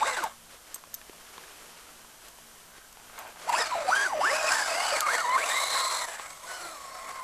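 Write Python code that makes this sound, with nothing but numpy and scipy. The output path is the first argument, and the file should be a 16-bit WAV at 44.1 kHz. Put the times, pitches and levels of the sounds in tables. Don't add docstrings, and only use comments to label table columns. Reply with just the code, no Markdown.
import sys
import numpy as np
from scipy import signal
from scipy.fft import rfft, irfft
from scipy.io import wavfile
from scipy.ndimage import uniform_filter1d

SR = 44100
rng = np.random.default_rng(int(sys.argv[2]) if len(sys.argv) > 2 else 0)


def wav_record(signal):
    frames = np.transpose(np.atleast_2d(signal))
    bounded = np.clip(frames, -1, 1)
    quanta = np.round(bounded * 32767).astype(np.int16)
    wavfile.write(sys.argv[1], SR, quanta)


def gain_from_db(level_db):
    decades = np.asarray(level_db, float) / 20
    return 10 ** decades


N = 318843


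def rms_one(x):
    return x / np.sqrt(np.mean(x ** 2) + 1e-20)


def in_time(rows):
    s, *columns = np.transpose(rows)
    return [np.interp(np.arange(N) / SR, s, column) for column in columns]


def swells(rows):
    t = np.arange(N) / SR
    total = 0
    for middle_s, half_s, height in rows:
        from_middle = np.clip((t - middle_s) / half_s, -1, 1)
        total = total + height * np.cos(np.pi / 2 * from_middle) ** 2
    return total


def drift(per_s):
    r = np.exp(-32 * np.pi * per_s / SR)
    coarse = rng.standard_normal(N // 16 + 3002)
    slow = signal.lfilter([1], [1, -2 * r, r * r], coarse)[3000:]
    return rms_one(np.interp(np.arange(N) / 16, np.arange(len(slow)), slow))


def colour(x, spectrum):
    hz, db = np.transpose(spectrum)
    log_hz = np.log(np.fft.rfftfreq(N, 1 / SR) + 1)
    return rms_one(irfft(rfft(x) * gain_from_db(np.interp(log_hz, np.log(hz), db)), N))


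def resonance(x, hz, width_hz):
    r = np.exp(-np.pi * width_hz / SR)
    top = np.array([1, 0, -1]) * (1 - r * r) / 2
    return signal.lfilter(top, [1, -2 * r * np.cos(2 * np.pi * hz / SR), r * r], x)


def narrow_band(x, hz, width_hz):
    return rms_one(resonance(resonance(x, hz, width_hz), hz, width_hz))


def body(x, modes):
    for hz, width_hz, db in modes:
        x = x + (gain_from_db(db) - 1) * resonance(x, hz, width_hz)
    return rms_one(x)


def add(out, start_s, sound):
    at = round(start_s * SR)
    out[at:at + len(sound)] += sound[:N - at]


def camera_noise():
    # pitch_hz, level_db per Hz
    hiss_colour = [(20, 4), (90, -8), (260, -11), (420, -6), (1400, -6.5), (2400, -11.5), (4600, -13.5),
                   (14500, -12.5)]
    # pitch_hz, width_hz, boost_db
    port = [(3080, 320, 5), (6000, 7100, 5.5)]
    # pitch_hz, width_hz, level_db
    hum_bands = [(50, 18, -73), (98, 6, -75), (166.4, 12, -74), (230.4, 6, -73), (299.6, 14, -77.5),
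                 (8650, 120, -77)]
    white = rng.standard_normal(N)
    hum = sum(gain_from_db(db) * narrow_band(white, hz, width_hz) for hz, width_hz, db in hum_bands)
    hiss = body(colour(rng.standard_normal(N), hiss_colour), port)
    return gain_from_db(-52.7 + .5 * drift(3)) * hiss + hum


def rustle():
    # middle_s, half_length_s, level_db
    moves = [(0.532, 0.077, -51), (0.717, 0.15, -53.5), (1.216, 0.076, -76), (1.473, 0.69, -51.5),
             (1.92, 0.42, -59), (2.26, 0.085, -54), (3.076, 0.13, -57), (2.768, .05, -54),
             (3.207, 0.094, -50), (3.309, 0.057, -51), (3.43, 0.08, -46)]
    # pitch_hz, level_db per Hz
    grain_colour = [(150, -43), (250, -7), (381, -0.5), (600, -1), (1070, -0.5), (1220, 1.5), (1350, 0),
                    (4400, -6.5), (12000, -12), (15600, -50), (22000, -120)]
    grain_db = 1.3 * drift(40) + 1.8 * np.minimum(rng.exponential(1, N), 5)
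    grains = rng.standard_normal(N) * gain_from_db(grain_db)
    loudness = swells([(s, half_s, gain_from_db(db)) for s, half_s, db in moves])
    return loudness * colour(grains, grain_colour)


def ticks():
    # start_s, peak_db, snap_t60_s (time to fall 60 dB), metal_ring_db
    snaps = [(0.238, -28, 0.01, -11), (0.7437, -36.5, 0.0072, 8.5), (0.757, -43, 0.0094, 5),
             (0.9415, -33, 0.0046, 5), (0.947, -34, 0.0085, -12), (2.283, -41, 0.0069, -7),
             (2.927, -44, 0.0091, -8), (3.189, -27, 0.0033, -12), (3.276, -40, 0.0038, -8),
             (3.493, -32, 0.01, -17), (3.526, -38, 0.012, -20), (5.0059, -14.5, 0.0073, -25)]
    # pitch_hz, level_db, t60_s
    metal = [(6150, -28, .09), (6500, -12, .025), (7400, -19, .035), (8150, -14, .035), (11850, -20, .05),
             (13250, -10, .035)]
    out, t = np.zeros(N), np.arange(3000) / SR
    bright = signal.butter(2, [3000, 12800], "band", fs=SR, output="sos")
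    for start_s, db, t60, ring_db in snaps:
        burst = rng.standard_normal(len(t)) * gain_from_db(-60 * t / t60)
        sound = signal.sosfilt(bright, burst * np.minimum(t / 0.001, 1))
        for hz, mode_db, mode_t60 in metal:
            luck_db = rng.normal(0, 2.5)
            shake = 1.5 * np.cumsum(rng.normal(0, .06, len(t)))
            level = gain_from_db(ring_db + mode_db + luck_db - 60 * t / mode_t60)
            sound += level * np.sin(2 * np.pi * hz * t + shake)
        add(out, start_s, gain_from_db(db + 9.0) * sound)
    return out


def knocks(events, ring_s, snap_share, low_hz):
    out, t = np.zeros(N), np.arange(1000) / SR
    wall = signal.butter(2, [low_hz, 3200], "band", fs=SR, output="sos")
    for start_s, db, hz in events:
        ring = np.sin(2 * np.pi * hz * t) * np.exp(-t / ring_s)
        snap = signal.sosfilt(wall, rng.standard_normal(len(t)) * np.exp(-t / .0012))
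        add(out, start_s + 0.00164, gain_from_db(db) * (ring + snap_share * snap / np.abs(snap).max()))
    return out


def hand_knocks():
    # start_s, peak_db, pitch_hz
    bumps_of_hand = [(0.76, -40, 1080), (0.837, -39, 1080), (0.872, -49, 570), (0.935, -46, 1740),
                     (1.013, -37.5, 1750), (1.094, -34, 398), (1.13, -44, 1000), (1.378, -31, 1040),
                     (1.436, -42, 1670), (1.48, -44, 1710), (2.046, -45, 1020), (2.385, -43, 950),
                     (2.97, -39.5, 790), (2.997, -43, 884), (3.178, -36, 1140), (3.358, -50, 900),
                     (3.13, -43, 793), (3.29, -44, 498), (2.78, -43, 409), (6.195, -29, 1080)]
    return knocks(bumps_of_hand, ring_s=.0024, snap_share=1.1, low_hz=280)


def drive_jolts():
    # start_s, peak_db, pitch_hz
    slack = [
        (0.005, -31, 2250),
        (3.4979, -31, 2700),
        (3.5279, -25, 2663),
        (3.5493, -26, 2640),
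        (3.6142, -28, 2400),
        (3.6406, -31, 2420),
    ]
    return knocks(slack, ring_s=.002, snap_share=1.2, low_hz=800)


def panels():
    # middle_s, half_length_s, pitch_hz, width_hz, level_db
    loose = [
        (5.58, .2, 1090, 220, -37),
        (5.88, .22, 1200, 260, -37),
        (4.42, .1, 680, 160, -36),
        (4.8, .2, 720, 220, -36),
        (.08, .07, 650, 200, -38),
        (3.57, .07, 2650, 400, -39),
        (3.23, .09, 750, 400, -48),
        (6.62, .2, 4200, 200, -56),
        (6.9, .35, 5400, 250, -58),
        (6.15, .12, 1700, 400, -47),
    ]
    shaking = rng.standard_normal(N) * gain_from_db(2.0 * drift(35))
    out = np.zeros(N)
    for s, half_s, hz, width_hz, db in loose:
        out += swells([(s, half_s, gain_from_db(db))]) * narrow_band(shaking, hz, width_hz)
    return out


def drive():
    # start_s, mesh_hz, whine_db (tooth load), clatter_db (wheel effort), shaft_wobble_db
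    stopping = [(0, 690, -41, -38, -7), (.025, 877, -25, -37.5, -6), (.07, 2147, -35.5, -32, 4.5),
                (.16, 1927, -48, -36, -3), (.185, 1538, -31.5, -33.5, -3), (.215, 1367, -44, -38.5, 8),
                (.24, 972, -28.5, -38.5, 9), (.29, 584, -56, -44.5, -11), (.37, 448.5, -85, -62, -9)]
    creeping = [(3.05, 452, -90, -60, -12), (3.12, 448, -78, -55, -12), (3.135, 448, -80, -52, -12),
                (3.172, 448, -78, -51, -12), (3.182, 448, -78, -45, -12), (3.23, 444, -80, -46.5, -12),
                (3.29, 438, -80, -47.5, -12), (3.345, 420, -85, -59, -12), (3.362, 411.6, -85, -48, -12)]
    digging_in = [(3.402, 384.7, -90, -52, -9), (3.46, 399.9, -54, -43, -3), (3.475, 619.8, -38, -41, -3),
                  (3.49, 990, -34, -37, -9), (3.501, 960, -26, -33, -9), (3.512, 701.5, -36, -37, -9),
                  (3.528, 1080, -30.5, -33, -11), (3.538, 830, -26, -33.5, -14),
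                  (3.56, 1345, -31.5, -30.5, -6), (3.6, 1880, -33.5, -30, 4), (3.632, 1830, -34, -35, 0),
                  (3.681, 1386, -72, -37.5, -6), (3.72, 1047, -31, -40.5, -23)]
    second_try = [(3.77, 710.4, -32, -36.5, -18), (3.862, 541.5, -35, -39.5, -13),
                  (3.899, 847, -25.5, -33.5, -18), (3.938, 1523, -26, -33, -6), (4.039, 1648, -27, -34, -5),
                  (4.065, 1443, -31.5, -35.5, 4), (4.085, 1197, -46, -40, 5), (4.11, 1000, -35.5, -41.5, 5),
                  (4.15, 629, -28.5, -43, -2), (4.2, 594, -30, -39.5, -12)]
    wheelspin = [(4.219, 892, -26.5, -34, -3), (4.299, 1900, -30, -31.5, 6), (4.33, 2480, -38.5, -30, 7.5),
                 (4.38, 2583, -40, -34.5, -3), (4.449, 2410, -42, -33.5, 3.5),
                 (4.49, 2560, -31.5, -28.5, -2), (4.503, 2640, -35, -28.5, -1),
                 (4.528, 3710, -58, -27.5, -3), (4.612, 3423, -46, -31.5, 1.5),
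                 (4.661, 2893, -74, -31.5, -10)]
    breaking_free = [(4.701, 2551, -38, -31, -2), (4.76, 2646, -41, -32, -4),
                     (4.829, 2952, -35, -32.5, -4.5), (4.89, 3006, -40, -30.5, -6.5),
                     (4.929, 2516, -44, -31.5, 2), (4.965, 2119, -37, -32, -2),
                     (4.995, 1653, -40, -33, -12), (5.02, 1293, -36, -34.5, -20),
                     (5.077, 1157, -28.5, -32.5, 2)]
    turning = [(5.11, 1508, -33, -30.5, -21), (5.15, 2090, -32.5, -31.5, 4.5), (5.18, 1455, -36, -33, -1.5),
               (5.205, 1463, -39, -33.5, -13), (5.24, 1007, -31.5, -38, -10), (5.279, 967.4, -34, -38, -15),
               (5.342, 1045, -30, -38, -11), (5.365, 1035, -21.5, -36, -3)]
    dash = [(5.4, 1841, -32, -30, -4.5), (5.44, 2484, -33.5, -34.5, -1.5), (5.5, 3580, -61, -32, -4),
            (5.581, 4184, -58, -34.5, 1.5), (5.72, 4423, -47, -33, -2.5), (6.05, 3894, -64, -38.5, 4),
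            (6.075, 3486, -67, -40, -5), (6.271, 3210, -78, -47, -2), (6.36, 1475, -81, -50, -21)]
    cruising_off = [(6.42, 1298, -68, -49.5, -9), (6.45, 1394, -70, -44.5, -4.5),
                    (6.49, 1501, -45.5, -42, -13), (6.57, 1486, -50.5, -44, -4),
                    (6.72, 1288, -49.5, -45, 6), (6.79, 1117, -46.5, -46.5, -2),
                    (6.971, 1052, -51.5, -46, -3), (7.099, 1082, -47.5, -43, -1),
                    (7.23, 1040, -41.5, -47, -14)]
    return in_time(np.vstack([stopping, creeping, digging_in, second_try, wheelspin,
                              breaking_free, turning, dash, cruising_off]))


def whine(turns, db, rough, width_hz, wobble_db):
    steady = gain_from_db(wobble_db * drift(47.0)) * np.exp(.35j * drift(22))
    flutter = (drift(width_hz) + 1j * drift(width_hz)) / np.sqrt(2)
    mix = np.sqrt(1 - rough) * steady + np.sqrt(rough) * flutter
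    return np.sqrt(2) * gain_from_db(db) * np.imag(mix * np.exp(2j * np.pi * turns))


def gears(mesh_hz, mesh_db, shaft_db):
    # pitch_hz, level_db
    radiation = [(200, -37), (380, -20.5), (600, -10), (750, -9.5), (1150, -9.5), (1900, -1), (2300, -3),
                 (3300, -36)]
    # pitch_hz, width_hz, boost_db
    gearbox = [(807, 62, 6.5), (1020, 100, 4), (1400, 220, 6.5), (2000, 88, 7.5), (2524, 56.2, 5.5)]
    # middle_s, half_length_s, change_db
    mesh_sings = [(.004, .012, -10), (.048, .014, -12), (.033, .008, 4), (.21, .018, -8), (.228, .012, 5),
                  (.262, .02, 6), (3.482, .01, -6), (3.514, .01, -8), (3.56, .014, -8), (4.225, .012, -6),
                  (4.315, .02, -6), (4.965, .04, 5), (5.195, .025, 4), (5.43, .015, 3), (5.46, .02, -8),
                  (6.56, .06, 2)]
    double_sings = [(5.225, 0.048, 17), (5.29, .04, 2), (3.55, 0.024, -8), (3.605, .03, 16), (3.88, .03, 4),
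                    (5.33, 0.055, 4.5), (6.56, 0.11, 14), (3.98, 0.11, -2), (5.08, .05, 3),
                    (7.15, 0.095, 2), (3.8, 0.081, 9)]
    half_sings = [(5.52, 0.05, 8), (5.6, .06, 8), (5.75, 0.13, -10), (4.515, .025, -8), (4.6, 0.06, 4),
                  (6, 0.046, 3), (4.27, 0.041, 0), (3.58, .06, 2), (5.92, .12, -10), (6.01, .06, -8)]
    quarter_sings = [(4.33, .04, -1), (4.43, .1, 0), (4.94, 0.07, 6.5), (4.02, 0.046, -2), (4.25, 0.05, 7),
                     (6.5, 0.061, 3), (6.66, 0.035, 6), (3.5, .04, 4), (5.52, 0.065, -12), (5.8, 0.15, 5),
                     (4.62, 0.088, 1.5), (6.6, 0.24, 1.5), (4.75, 0.1, 7.5)]
    three_quarter_sings = [(4.81, 0.096, 16), (4.58, 0.14, -20), (6.445, 0.041, 34), (6.52, 0.036, 10),
                           (6.6, .06, -2), (6.2, 0.024, 14)]

    rough = np.clip((mesh_hz - 1600) / 2600, .14, .97)
    sweep = np.abs(uniform_filter1d(np.gradient(np.log2(mesh_hz)) * SR, size=900))
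    judder = (0.011 + .004 * np.minimum(sweep, 9)) * drift(40)
    turns = np.cumsum(mesh_hz * (1 + judder)) / SR

    double_db = mesh_db - 6.5 - 2.2 * sweep + 2.5 * drift(8) + swells(double_sings)
    double_db = double_db + 0.21 * (mesh_db + 16.5)
    double_db = double_db - 8 * np.log2(np.maximum(mesh_hz / 1000, 1))

    mesh_db = mesh_db - 3.5 + swells(mesh_sings)
    for top_hz, width_hz, boost_db in gearbox:
        mesh_db = mesh_db + boost_db / (1 + ((mesh_hz - top_hz) / width_hz) ** 2)

    radiation_hz, radiation_db = np.transpose(radiation)

    def fraction_db(share, order_db, sings):
        heard_db = np.interp(np.log(mesh_hz * share), np.log(radiation_hz), radiation_db)
        return shaft_db + order_db + swells(sings) + heard_db + 2.0 * drift(15.6)

    quarter_db = fraction_db(1 / 4, -2.5, quarter_sings)
    half_db = fraction_db(1 / 2, -5, half_sings)
    three_quarter_db = fraction_db(3 / 4, -13.5, three_quarter_sings)

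    out = whine(turns, mesh_db, rough, width_hz=170, wobble_db=2.5)
    out += whine(2 * turns, double_db + .6, .08 + .8 * rough, width_hz=110, wobble_db=2.5)
    out += whine(3 * turns, double_db - 16.5, 0.27, width_hz=190, wobble_db=7.0)
    out += whine(4 * turns, double_db - 11, 0.79, width_hz=120, wobble_db=5.0)
    out += whine(turns / 2, half_db + .6, .7 * rough, width_hz=70, wobble_db=3.0)
    out += whine(turns / 4, quarter_db + 5.5, 0.77 * rough, width_hz=64, wobble_db=3.5)
    out += whine(3 * turns / 4, three_quarter_db, .8 * rough, width_hz=90, wobble_db=3.5)
    return out, turns


def clatter(turns, surge_db, grit_db, shaft_depth):
    sizes = gain_from_db(grit_db * np.minimum(rng.exponential(1, N), 5))
    pulse = 1 + shaft_depth * np.cos(2 * np.pi * turns / 4)
    return rng.standard_normal(N) * sizes * gain_from_db(surge_db) * pulse


def shell(hits, count, swing_db, share):
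    rings = 0
    for hz in 450 * 26 ** ((np.arange(count) + rng.random(count)) / count):
        ring = rms_one(resonance(hits, hz, 25 + 0.033 * hz))
        rings = rings + hz ** .25 * gain_from_db(swing_db * drift(3.05)) * ring
    return np.sqrt(1 - share) * rms_one(hits) + np.sqrt(share) * rms_one(rings)


def buggy():
    # start_s, ring_hz (a gliding noisy band), ring_db over bright clatter,
    # turned_away 0-1
    pose = [(0, 3690, 8, 0), (.3, 4120, -3, 0.28), (3.4, 4550, -19, 0.17), (3.6, 5148, 11.5, 0.16),
            (3.75, 3903, 7.5, 0), (4.0, 4884, 0, 0.22), (4.39, 5247, 5.5, 0.09), (4.69, 5075, 1.5, 0.27),
            (4.92, 4623, 7, 0.19), (5.13, 4220, -3, 0.69), (5.44, 3380, -8, 0.62), (5.55, 3863, 5, 0.85),
            (5.8, 4128, 7.5, 0.85), (6.02, 4112, 4.5, 0.84), (6.22, 4080, -38, 0.61),
            (6.48, 4195, -9, 0.77), (6.72, 4168, 2, 0.74), (7.23, 4526, -13, 0.55)]
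    # middle_s, half_length_s, change_db of effort
    bumps = [(.04, 0.037, 2.5), (3.665, 0.012, 2.5), (4.4, 0.054, 0), (5.045, 0.031, -4.5),
             (6.04, 0.018, 2.5), (6.065, .015, -7.5), (6.09, .015, 3.5), (6.135, 0.019, 2.5),
             (6.18, 0.017, -5.5), (6.205, 0.019, 2), (6.26, 0.025, 2.5)]
    # middle_s, half_length_s, change_db
    muffled = [
        (3.25, .2, -10),
        (6.6, 0.26, 2.5),
        (6.35, .1, 3),
        (5.75, 0.37, 0.5),
        (7.8, 0.22, 1),
        (4.15, .08, -0.5),
        (3.8, .08, -0.5),
    ]
    # pitch_hz, level_db per Hz
    facing_colour = [(180, -23.5), (300, -14), (414, -26), (651, -5), (790, -5.5), (1580, -5), (1980, -14),
                     (2220, -10.5), (3600, -11.5), (4820, -5.5), (5940, -3), (7820, -4.5), (14200, -16.5)]
    # pitch_hz, level_db per Hz
    away_colour = [(180, -36), (300, -21), (471, -14), (639, -8), (867, -12), (1100, -2), (1570, -15),
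                   (1850, -9), (2240, -11), (2630, -24), (4060, -13), (5000, -17), (7720, -14),
                   (14200, -23)]
    # pitch_hz,
    # width_hz, change_db
    clatter_modes = [(650, 42, 1), (1080, 33, 1), (1774, 44, 3), (7755, 480, 6.5), (10900, 1040, 4.5),
                     (11450, 570, -13)]
    # start_s, level_db
    whistle = [
        (3.8, -81),
        (3.898, -33.5),
        (4.9, -52),
    ]

    mesh_hz, mesh_db, low_db, wobble_db = drive()
    low_db = low_db + swells(bumps)
    out, turns = gears(mesh_hz, mesh_db, low_db + wobble_db)

    ring_hz, ring_db, away = in_time(pose)
    surge = drift(59)
    bright_db = low_db - 11 + 2.5 * np.log2(mesh_hz / 1500) + 5 * away + swells(muffled)
    hits = clatter(turns, 0.7 * surge + 1.6 * drift(60), grit_db=1.8, shaft_depth=0.15)
    hits = shell(hits, count=44, swing_db=6.0, share=.36)
    side_on, tail_on = colour(hits, facing_colour), colour(hits, away_colour)
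    for kind, db in (("low", low_db), ("high", bright_db + 3.0)):
        split = signal.butter(4, 2800, kind, fs=SR, output="sos")
        facing = rms_one(signal.sosfilt(split, side_on))
        tail = rms_one(signal.sosfilt(split, tail_on))
        out += gain_from_db(db) * body((1 - away) * facing + away * tail, clatter_modes)

    ring_turns = np.cumsum(ring_hz * (1 + .05 * (1 - away) * drift(25))) / SR
    ring_level_db = bright_db + ring_db - 5.0 + 1.8 * surge
    out += whine(ring_turns, ring_level_db, 0.9, width_hz=230, wobble_db=0)

    whistle_db, = in_time([(3.75, -46.5)] + list(whistle) + [(4.95, -99)])
    whistle_db = whistle_db - 10 + .5 * (bright_db + 40)
    whistle_turns = 5921 * np.arange(N) / SR
    return out + whine(whistle_turns, whistle_db, .8, width_hz=45, wobble_db=4)


def scene():
    car = buggy()
    no_rumble = signal.butter(2, 220, "high", fs=SR, output="sos")
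    taps = signal.sosfilt(no_rumble, hand_knocks() + drive_jolts())
    lag = round(0.016 * SR)
    late_car = np.concatenate([np.zeros(lag), car[:-lag]])
    echo = signal.lfilter([.4], [1, -.6], late_car)
    mix = car + gain_from_db(-19.5) * echo + rustle() + taps + ticks() + camera_noise() + panels()
    return mix[None]


def low_pass(x):
    return signal.sosfilt(signal.butter(12, 15260, fs=SR, output="sos"), x)


def record(dry):
    cut = signal.cheby2(16, 45, 14200, fs=SR, output="sos")
    mix = signal.sosfilt(cut, dry)
    return low_pass(mix)


dry = scene()
out = record(dry)
wav_record(out)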